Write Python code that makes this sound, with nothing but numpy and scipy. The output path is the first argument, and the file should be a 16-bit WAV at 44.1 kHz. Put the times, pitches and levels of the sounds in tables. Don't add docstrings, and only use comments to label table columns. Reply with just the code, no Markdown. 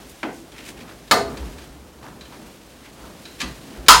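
import sys
import numpy as np
from scipy import signal
from scipy.fft import rfft, irfft
from scipy.io import wavfile

SR = 44100
rng = np.random.default_rng(int(sys.argv[2]) if len(sys.argv) > 2 else 0)


def output_pcm(signal):
    pcm = np.clip(np.atleast_2d(signal).T, -1, 1) * 32767
    wavfile.write(sys.argv[1], SR, np.round(pcm).astype(np.int16))


N = 176400
T = np.arange(N) / SR


def from_db(db):
    return 10 ** (np.asarray(db) / 20)


def rms_one(x):
    return x / np.sqrt(np.mean(x ** 2) + 1e-20)


def unit_energy(x):
    return x / np.sqrt(np.sum(x ** 2) + 1e-20)


def at_hz(curve, hz):
    freqs, values = np.transpose(curve)
    return np.interp(np.log(np.maximum(hz, 1)), np.log(freqs), values)


def noise(colour):
    hz = np.arange(N // 2 + 1) * SR / N
    white = rfft(rng.standard_normal(N))
    return rms_one(irfft(white * from_db(at_hz(colour, hz)) * (hz > 20), N))


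def flicker(rate_hz, depth_db):
    return from_db(depth_db * np.interp(T * rate_hz, np.arange(4000), rng.standard_normal(4000)))


def contact(colour, size=2048):
    hz = np.arange(size // 2 + 1) * SR / size
    cepstrum = irfft(np.log(from_db(at_hz(colour, hz))))
    cepstrum[1:size // 2] *= 2
    cepstrum[size // 2 + 1:] = 0
    return unit_energy(irfft(np.exp(rfft(cepstrum))))


def mode(hz, t60):
    return unit_energy(np.sin(2 * np.pi * hz * T[:SR]) * from_db(-60 * T[:SR] / t60))


def strike(cues, modes, colour, click_db, ring_db):
    ring = sum(from_db(db) * (-1) ** k * mode(hz, t60) for k, (hz, db, t60) in enumerate(modes))
    hit = from_db(ring_db) * ring
    click = from_db(click_db) * contact(colour)
    hit[:len(click)] += click
    out = np.zeros(N + SR)
    for time, db in cues:
        start = int(time * SR)
        out[start:start + SR] += from_db(db) * hit
    return out[:N]


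# (frequency [Hz], gain [dB])
ROOM_TONE_EQ = [(22, -27), (35, 7), (58, 15), (75, 8), (110, -2), (280, -9), (600, -1), (1000, -9),
                (3000, -15.5), (9000, -17), (14800, -23), (16000, -19)]


def room_tone():
    return from_db(-50.5) * noise(ROOM_TONE_EQ)


# (frequency [Hz], t60 [s])
REVERB_TIMES = [(100, 1), (400, 0.54), (1000, 0.33), (2800, 0.34), (7000, 0.35), (15000, 0.21)]


def room_response(direct_db=18, early_db=5.5, early_decay_s=0.0062):
    t, response = T[:SR], 0
    edges = np.geomspace(50, 18000, 64)
    white = rfft(rng.standard_normal(SR))
    hz = np.arange(len(white))
    early_lift = 1 + from_db(early_db) * np.exp(-t / early_decay_s)
    for low, high in zip(edges, edges[1:]):
        decay = from_db(-60 * t / at_hz(REVERB_TIMES, np.sqrt(low * high))) * early_lift
        band = irfft(white * ((hz >= low) & (hz < high)), SR) * decay
        energy = np.sum(decay ** 2) * 2 * (high - low) / SR
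        response = response + unit_energy(band) * np.sqrt(energy)
    response[0] += from_db(direct_db)
    return response


# (time [s], relative level [dB])
SLEEVE_FADER = [(0.0, -50), (0.22, -49.5), (0.35, -54), (1.14, -51.5), (1.28, -50.5), (1.49, -47),
                (1.66, -51.5), (1.8, -55.5), (2.06, -57), (2.42, -49.5), (2.63, -53), (2.84, -53),
                (3.48, -46.5), (3.85, -50)]
UPHOLSTERY_FADER = [(0, -46), (.35, -59), (.48, -49.5), (.8, -45), (1.05, -50.5), (1.3, -37.5), (1.55, -46),
                    (1.75, -50), (1.98, -51.5), (2.05, -44), (2.24, -48.5), (2.44, -46), (2.55, -51),
                    (2.9, -51), (3.04, -47), (3.38, -51), (3.46, -40.5), (3.56, -48), (4, -40.5)]
# (frequency [Hz], gain [dB])
SLEEVE_EQ = [(300, -16.5), (1000, 2.5), (3000, 5), (7000, -0.5), (12000, -5.5), (16000, -11)]
UPHOLSTERY_EQ = [(30, -32), (60, -22), (120, -4), (280, -1.5), (420, -6.5), (700, -11.5), (1500, -19),
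                 (4000, -41)]


def cloth():
    grain, sway = flicker(120, depth_db=1.5), flicker(60, depth_db=.8)
    rustle = from_db(np.interp(T, *np.transpose(SLEEVE_FADER))) * noise(SLEEVE_EQ)
    rub = from_db(np.interp(T, *np.transpose(UPHOLSTERY_FADER)) + 3.5) * noise(UPHOLSTERY_EQ)
    return rustle * grain + rub * sway


# (peak time [s], half length [s], relative level [dB], band centre [Hz])
SWISHES = [(0.101, 0.022, -53, 9000), (0.37, 0.044, -53.5, 5940), (0.592, 0.027, -45, 2100),
           (0.678, 0.032, -45, 2420), (0.687, 0.025, -47, 7000), (0.799, 0.024, -46, 2340),
           (0.901, 0.031, -48, 1390), (2.072, 0.036, -46.5, 930), (2.338, 0.014, -46, 880),
           (2.864, .025, -52, 2040), (3.043, 0.054, -49, 890), (3.412, 0.0099, -35.5, 2510),
           (3.765, 0.019, -48.5, 1490)]


def webbing(edge_ratio=1.38):
    out = 0
    for time, half_length, db, hz in SWISHES:
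        band = signal.butter(1, [hz / edge_ratio, hz * edge_ratio], "band", fs=SR, output="sos")
        hiss = rms_one(signal.sosfilt(band, rng.standard_normal(N)))
        swell = np.exp(-.5 * ((T - time) / half_length) ** 2)
        out = out + from_db(db + 2.5) * hiss * swell
    return out * flicker(300, depth_db=3)


# (time [s], relative level [dB], rise [s], decay [s])
PUSHES = [(1.22, -40.5, 0.034, 0.18), (1.39, -29.5, .025, 0.076), (1.69, -45, 0.011, 0.19),
          (2.19, -50.5, 0.025, 0.15), (3.0, -46, .03, 0.12), (3.432, -33.5, 0.017, 0.066),
          (3.769, -35, 0.025, 0.047), (3.885, -26, 0.016, .15)]
# (frequency [Hz], gain [dB])
RUMBLE_EQ = [(25, -40), (42, -14), (60, 23), (85, -29), (130, 0), (220, -38), (500, -63)]


def frame_thuds(mode_hz=60.7):
    envelope = 0
    for time, db, rise, decay in PUSHES:
        attack = np.clip((T - time) / rise, 0, 1)
        release = np.exp(-np.maximum(T - time - rise, 0) / decay)
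        envelope = envelope + from_db(db) * attack * release
    wavering_hz = mode_hz * flicker(24.76, depth_db=1.6)
    boom = np.sin(2 * np.pi * np.cumsum(wavering_hz) / SR)
    return envelope * (from_db(4) * boom + from_db(-17) * noise(RUMBLE_EQ))


# (time [s], relative level [dB], pitch
# [Hz])
SOFT_BUMPS = [(0.27, -33, 330), (0.288, -33, 303), (1.17, -40, 170), (1.234, -55, 165), (3.428, -29.5, 246),
              (3.449, -31, 198), (3.49, -34, 140)]


def padded_bumps(rise_s=0.002, decay_s=.018):
    out = 0
    for time, db, hz in SOFT_BUMPS:
        age = np.maximum(T - time, 0)
        envelope = (1 - np.exp(-age / rise_s)) * np.exp(-age / decay_s)
        out = out + from_db(db + 5) * np.sin(2 * np.pi * hz * age) * envelope
    return out


def chatter(touches_per_s=2500, decay_s=.006, run_db=1, size=2048):
    touches = (rng.random(size) < touches_per_s / SR) * rng.standard_normal(size)
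    run = from_db(run_db) * unit_energy(touches * np.exp(-T[:size] / decay_s))
    run[0] += 1
    return unit_energy(run)


# (time [s], relative level [dB])
TONGUE_TAPS = [(1.3712, -38), (1.5827, -42.5), (1.6191, -47), (2.0292, -48), (2.322, -51), (3.4035, -26.5),
               (3.407, -38), (3.4145, -25.5), (3.440, -39), (3.863, -38.5)]
# (time [s], relative level [dB], pitch [Hz])
TONGUE_CLINKS = [(0.519, -50, 3300), (1.077, -51, 3770), (2.21, -44.5, 3930), (2.253, -50.5, 3030),
                 (3.2538, -42, 3930)]
# (frequency [Hz], relative level [dB], t60 [s])
TONGUE_RING = [(1265, -8, 0.024), (1590, -8, 0.06), (2185, -20, 0.022), (3270, -14, 0.045),
               (4040, -30.5, 0.011), (4880, -15, 0.024)]
# (frequency [Hz], gain [dB])
TONGUE_EQ = [(60, -21), (150, 2), (400, -8), (1000, 9), (2500, 5), (5000, -2.5), (8000, -12.5),
             (12000, -18.5), (16000, -46)]


def tongue_taps(clink_t60_s=.013):
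    hits = strike(TONGUE_TAPS, TONGUE_RING, TONGUE_EQ, click_db=-2.5, ring_db=-4.5)
    for time, db, hz in TONGUE_CLINKS:
        hits += strike([(time, db)], [(hz, 0, clink_t60_s)], TONGUE_EQ, click_db=-2.5, ring_db=-6.5)
    return signal.fftconvolve(hits, chatter())[:N]


# (time [s], relative level [dB])
SHELL_HITS = [(0.2308, -22.5), (0.236, -38), (0.249, -44)]
# (frequency [Hz], relative level [dB], t60 [s])
SHELL_RING = [(341, -6.5, 0.043), (410, -23, 0.032), (676, -9, 0.02), (820, -3.5, 0.015),
              (1530, -13, 0.012), (2510, -10.5, 0.019)]
# (frequency [Hz], gain [dB])
SHELL_EQ = [(60, -15), (150, -5), (300, 11), (800, -3), (1800, -4.5), (2700, -4), (4000, -16), (8000, -30),
            (16000, -50)]


def shell_knock():
    return strike(SHELL_HITS, SHELL_RING, SHELL_EQ, click_db=-4.5, ring_db=-5)


# (time [s], relative level [dB])
CLAMP_HITS = [(1.1112, -9.5), (1.1135, -10.5), (1.122, -16.5)]
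# (frequency [Hz], relative level [dB], t60 [s])
CLAMP_RING = [(239, -13, 0.31), (406, -16.5, 0.47), (669, 3.5, 0.2), (748, -15.5, 0.043),
              (1232, -5.5, 0.031), (1480, -12.5, 0.0064), (1520, -9, 0.11), (3560, -25, 0.014),
              (4300, -22.5, 0.0065), (6960, -16, 0.0088)]
# (frequency [Hz], gain [dB])
CLAMP_EQ = [(60, -38.5), (130, 2), (230, 13), (470, -8.5), (750, 0.5), (1300, 13), (2600, -3), (4300, 0.5),
            (6000, -8.5), (10000, -13), (16000, -18)]


def clamp_snap():
    return strike(CLAMP_HITS, CLAMP_RING, CLAMP_EQ, click_db=-4.5, ring_db=-6)


# (time [s], relative level [dB])
LATCH_HITS = [(3.884, -1), (3.8905, -20.5), (3.907, -16)]
# (frequency [Hz], relative level [dB], t60 [s])
BUCKLE_RING = [(904, -9, 0.11), (990, -7, 0.073), (1189, 0, 0.056), (1193, -6, 0.091), (1257, -1.5, 0.079),
               (1328, -1.5, 0.025), (2880, -31, 0.064), (3640, -39, 0.04), (5130, -10, 0.021),
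               (5090, -32, 0.043), (7140, -12.5, 0.031), (8420, -32, 0.12)]
# (frequency [Hz], gain [dB])
BUCKLE_EQ = [(60, -24), (150, -16.5), (500, -12.5), (800, -4.5), (1200, 8), (2000, -5), (3200, 1),
             (6500, -5), (10000, -9.5), (16000, -18)]


def buckle_latch():
    return strike(LATCH_HITS, BUCKLE_RING, BUCKLE_EQ, click_db=-1, ring_db=-4.5)


def scene():
    knock = shell_knock()
    hits = tongue_taps() + knock + clamp_snap() + buckle_latch()
    hits = signal.fftconvolve(hits, room_response())[:N]
    hits += from_db(21) * knock
    return (hits + padded_bumps() + frame_thuds() + webbing() + cloth() + room_tone())[None]


def record(dry):
    bass_cut = signal.butter(2, 36, "high", fs=SR, output="sos")
    top_cut = signal.ellip(10, .1, 70, 16000, fs=SR, output="sos")
    clipped = np.clip(dry, -1, 1)
    return signal.sosfilt(top_cut, signal.sosfilt(bass_cut, clipped))


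dry = scene()
out = record(dry)
output_pcm(out)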